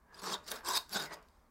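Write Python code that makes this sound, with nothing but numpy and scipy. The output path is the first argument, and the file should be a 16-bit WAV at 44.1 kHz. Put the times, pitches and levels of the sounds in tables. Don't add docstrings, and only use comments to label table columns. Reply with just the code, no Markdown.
import sys
import numpy as np
from scipy import signal
from scipy.fft import rfft, irfft
from scipy.io import wavfile
from scipy.ndimage import uniform_filter1d

SR = 44100
rng = np.random.default_rng(int(sys.argv[2]) if len(sys.argv) > 2 else 0)


def persist_wave(psi):
    counts = np.round(np.clip(psi, -1, 1) * 32767).astype(np.int16)
    wavfile.write(sys.argv[1], SR, np.atleast_2d(counts).T)


N = 66150
TIME_S = np.arange(N) / SR


def undb(db):
    return 10 ** (np.asarray(db) / 20)


def unit(x):
    return x / np.sqrt(np.mean(x ** 2))


def curve(rows, column=1):
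    rows = np.array(rows, float)
    return np.interp(TIME_S, rows[:, 0], rows[:, column])


def wander(per_s):
    return 1.2 * np.interp(TIME_S * per_s, np.arange(256), rng.standard_normal(256))


def colour(x, points, size=1024):
    hz, db = np.array(points, float).T
    freqs = np.maximum(np.fft.rfftfreq(size, 1 / SR), 1)
    cepstrum = irfft(np.log(undb(np.interp(np.log(freqs), np.log(hz), db))))
    cepstrum[1:size // 2] *= 2
    cepstrum[size // 2 + 1:] = 0
    impulse = irfft(np.exp(rfft(cepstrum)))
    return signal.fftconvolve(x, impulse / np.linalg.norm(impulse))[:N]


def ring(x, modes):
    t = np.arange(N // 2) / SR
    impulse = np.zeros(len(t))
    for k, (hz, db, t60_s) in enumerate(modes):
        decay = undb(db) / np.sqrt(t60_s) * np.exp(-np.log(1000) * t / t60_s)
        impulse += (-1) ** k * decay * np.sin(2 * np.pi * hz * t)
    return signal.fftconvolve(x, impulse / np.linalg.norm(impulse))[:N]


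def resonance(x, hz, width_hz):
    b, a = signal.iirpeak(hz, hz / width_hz, fs=SR)
    return unit(signal.lfilter(b, a, signal.lfilter(b, a, x)))


def tail(x, db, t60_s):
    t = np.arange(N // 2) / SR
    impulse = rng.standard_normal(len(t)) * np.exp(-np.log(1000) * t / t60_s)
    return x + undb(db) * signal.fftconvolve(x, impulse / np.linalg.norm(impulse))[:N]


def outdoors(level_db=-66.5):
    # freq_hz, level_db
    air_eq = [(12, -35), (20, -1), (66, 3.5), (126, -14.5), (253, -6), (299, -15), (384, -15.5),
              (963, -13.5), (1080, -11.5), (1270, -17.5), (2220, -26), (2700, -35), (15600, -37.5)]
    return undb(level_db) * unit(colour(rng.standard_normal(N), air_eq, size=4096))


def teeth(jitter_periods=0.033, spread_db=1.53, rub=0.2, fade_periods=0.89):
    # time_s, rate_hz
    tooth_rate = [(.1, 151.7), (.24, 190.9), (.30, 175.8), (.35, 210.8), (.44, 120.9), (.52, 205.5),
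                  (.56, 281), (.63, 165), (.69, 183.3), (.78, 195.9), (.88, 149.1), (.945, 221.9),
                  (1.02, 143.3), (1.14, 165)]
    timing, strength = rng.standard_normal((1024, 2)).T
    travel = np.cumsum(curve(tooth_rate)) / SR
    index = np.arange(len(timing))
    passed = np.interp(travel, index + jitter_periods * timing, index)
    phase = passed % 1
    catch = rub + np.exp(-phase / fade_periods)
    return phase, undb(spread_db * strength[passed.astype(int)]) * catch


def chips(force, per_s=20000, spread_db=0.8):
    breaks = rng.random(N) < per_s / SR
    size = undb(spread_db * np.minimum(rng.exponential(size=N), 5))
    return unit(breaks * size * np.sign(rng.standard_normal(N)) * force)


def slide(x, depth_db=4.5, per_s=45, spacing_hz=330, bands=48):
    spectrum, out = rfft(x), np.zeros(N)
    position = np.minimum(np.fft.rfftfreq(N, 1 / SR) / spacing_hz, bands - 1)
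    for k in range(bands):
        band = irfft(spectrum * np.maximum(1 - np.abs(position - k), 0), N)
        out += undb(depth_db * wander(per_s)) * band
    return unit(out)


def snags(gain_db=-31, fade_s=0.0014):
    # start_s, relative_db
    catches = [(0.144, -21.5), (.195, -15), (0.219, -20), (.483, -10), (0.5161, 1.5), (0.561, -11),
               (0.648, -12), (0.772, -15), (0.8937, -11.5), (1.023, -6), (1.227, -27.5), (1.286, -31.5)]
    envelope = np.zeros(N)
    for start_s, db in catches:
        envelope += undb(db + gain_db) * (TIME_S >= start_s) * np.exp(-np.abs(TIME_S - start_s) / fade_s)
    return envelope * rng.standard_normal(N)


def squeals(width_hz=200):
    # centre_s, length_s, pitch_hz, level_db
    binds = [(0.142, 0.092, 1680, -65.5), (0.147, 0.0055, 4910, -55.5), (0.193, 0.003, 4870, -49),
             (0.332, 0.031, 3300, -47.5), (0.342, .008, 3750, -37), (0.357, .008, 3705, -41.5),
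             (0.691, 0.015, 370, -45.5), (0.714, 0.0087, 986, -39), (0.759, 0.026, 3754, -36.5),
             (0.761, 0.02, 4955, -39), (.964, 0.014, 1508, -38.5), (0.967, 0.025, 3600, -40.5),
             (0.995, 0.042, 3757, -44), (1.019, 0.0054, 4850, -39), (1.07, 0.029, 2080, -55),
             (1.119, 0.035, 1917, -52.5)]
    out = np.zeros(N)
    for centre_s, length_s, hz, db in binds:
        tone = signal.hilbert(resonance(rng.standard_normal(N), hz, width_hz))
        compressed = unit(tone.real / np.sqrt(np.abs(tone)))
        swell = np.exp(-2 * ((TIME_S - centre_s) / length_s) ** 2)
        out += undb(db) * swell * compressed
    return out


def scrape_and_board(force, drive, scrape_db=-7.5, board_db=-10):
    # freq_hz, level_db
    scrape_eq = [(80, -62), (170, -11), (270, -9.5), (400, -2.5), (600, -2), (1000, 0.5), (1650, -1),
                 (2100, -9.5), (3000, -9.5), (6000, -52)]
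    # pitch_hz, relative_db, t60_s
    board_modes = [(172.6, -8.5, 0.089), (372, -4, .05), (437, -0.5, 0.069), (594, -5, 0.19),
                   (683, -8.5, 0.061), (912, 2, 0.037), (1179, -10.5, 0.1), (1345, -12, 0.0928),
                   (1595, -2.5, 0.17), (1686, -6.5, 0.0504)]
    scrape = undb(scrape_db) * colour(drive * chips(force), scrape_eq)
    return scrape + undb(board_db) * ring(drive * chips(force), board_modes)


def bone(grit, phase, hum_gain_db=-2.5, waver_db=3):
    # start_s, main_hz, half_width_hz, main_db,
    # second_hz, second_db, hum_db (at the tooth rate), octave_db (at twice that rate)
    strokes = [(0, 1075, 240, -2.5, 436, -10.5, -11.5, -17.5),
               (0.439, 1390, 400, -7, 596, -13, -17.5, -14.5),
               (.63, 1021, 110, -0.5, 1558, -6.5, -23.5, -13.5),
               (.88, 1496, 127, -9.5, 783, -12.5, -14.5, -17), (1.09, 954, 400, -7, 633, -13, -18.5, -22.5)]
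    ends = [row[0] for row in strokes[1:]] + [N / SR]
    hum_gain = np.sqrt(2) * undb(hum_gain_db + waver_db * wander(per_s=130))
    out = np.zeros(N)
    for stroke, end_s in zip(strokes, ends):
        start_s, main_hz, half_width_hz, main_db, second_hz, second_db, hum_db, octave_db = stroke
        gate = uniform_filter1d(1. * ((TIME_S >= start_s) & (TIME_S < end_s)), size=400)
        hum = undb(hum_db) * np.sin(2 * np.pi * phase) + undb(octave_db) * np.sin(4 * np.pi * phase)
        knock = undb(main_db) * resonance(grit, main_hz, 2 * half_width_hz)
        knock += undb(second_db) * resonance(grit, second_hz, width_hz=180)
        out += gate * (knock + hum_gain * hum)
    return out


def steel(excitation, gain_db=-7):
    # pitch_hz, relative_db, t60_s
    steel_modes = [(2780, -17, .16), (3275, -13, .12), (3680, -3, .04), (3765, -4, .16), (3840, -6, .05),
                   (4114, -8, .05), (4450, -5, .04), (4580, -6, .08), (4815, -3, .06), (4938, -4, .07),
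                   (5022, -3, .07), (5371, -6, .06), (6580, -11, .05), (8400, -12, .015)]
    return undb(gain_db) * ring(excitation, steel_modes)


def rasp(coarse, fine, rasp_db=-2.5, hiss_db=-0.5):
    # freq_hz, level_db
    rasp_eq = [(800, -23.5), (2000, -9), (3050, -7.5), (3700, 2), (5000, 2), (6000, -2), (8300, -5.5),
               (9800, -12.5), (12000, -41)]
    # freq_hz, level_db
    hiss_eq = [(6000, -39.5), (9500, -7), (11200, 1), (12400, 0), (14000, -3.5), (16000, -4.5)]
    return undb(rasp_db) * colour(coarse, rasp_eq) + undb(hiss_db) * colour(fine, hiss_eq)


def saw(stop_s=1.39, stop_db_per_s=113):
    # time_s, rasp_db, scrape_db, hiss_db
    stroke_bites = [
        [(0.0, -95, -82, -100), (0.05, -93, -85, -102), (0.112, -87, -66.5, -100), (0.14, -71, -60.5, -80),
         (0.2, -51, -53.5, -68), (0.21, -63, -58, -68), (0.232, -48, -45, -56.5), (0.276, -43, -40.5, -56.5),
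         (0.344, -38, -40.5, -57), (0.376, -78, -54.5, -76), (0.412, -80, -61, -92), (0.44, -73, -61, -78)],
        [(0.44, -62, -70, -72), (0.454, -65.5, -61, -78), (0.482, -41, -48.5, -53), (0.494, -47.5, -44, -60),
         (0.504, -47.5, -54.5, -54), (0.518, -46, -37.5, -36.5), (0.53, -49.5, -41.5, -54),
         (0.566, -50, -47, -58), (0.63, -80, -59.5, -85)],
        [(0.63, -70, -58, -79), (0.662, -38, -42, -52), (0.708, -36, -38, -45.5), (0.722, -43, -44, -45.5),
         (0.738, -37.5, -39.5, -50), (0.76, -32.5, -40.5, -40.5), (0.772, -27.5, -37, -37.5),
         (0.782, -40.5, -43, -50), (0.792, -56, -49, -54.5), (0.816, -65, -60, -65.5), (0.88, -67, -71, -95)],
        [(0.88, -71.5, -64.5, -81), (0.932, -41, -44.5, -46.5), (0.94, -39, -43.5, -44),
         (0.96, -36.5, -33, -51.5), (0.99, -48.5, -41, -53), (1.002, -41.5, -39, -53), (1.064, -50, -44, -60.5),
         (1.086, -75, -57, -72), (1.122, -53.5, -41.5, -75), (1.142, -50.5, -49.5, -55.5),
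         (1.17, -85, -52, -92), (1.3, -79.5, -75.5, -90)],
    ]
    bite = [row for stroke in stroke_bites for row in stroke]
    fade_db = stop_db_per_s * np.maximum(TIME_S - stop_s, 0)
    rasp_drive, scrape_drive, hiss_drive = (undb(curve(bite, column) - fade_db) for column in (1, 2, 3))
    phase, force = teeth()
    grit = chips(force)
    cut = slide(chips(force))
    cracks = snags()
    body = scrape_and_board(force, scrape_drive) + scrape_drive * bone(grit, phase)
    edge = rasp(coarse=rasp_drive * cut + cracks, fine=hiss_drive * cut + cracks / 2)
    edge += steel(rasp_drive * slide(chips(force)) + cracks) + squeals()
    return tail(body, db=-10.5, t60_s=0.29) + tail(edge, db=-14, t60_s=0.22)


def scene():
    return (saw() + outdoors())[None]


def record(dry, cutoff_hz=15800):
    return signal.sosfilt(signal.ellip(12, .2, 80, cutoff_hz, fs=SR, output="sos"), dry)


dry = scene()
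out = record(dry)
persist_wave(out)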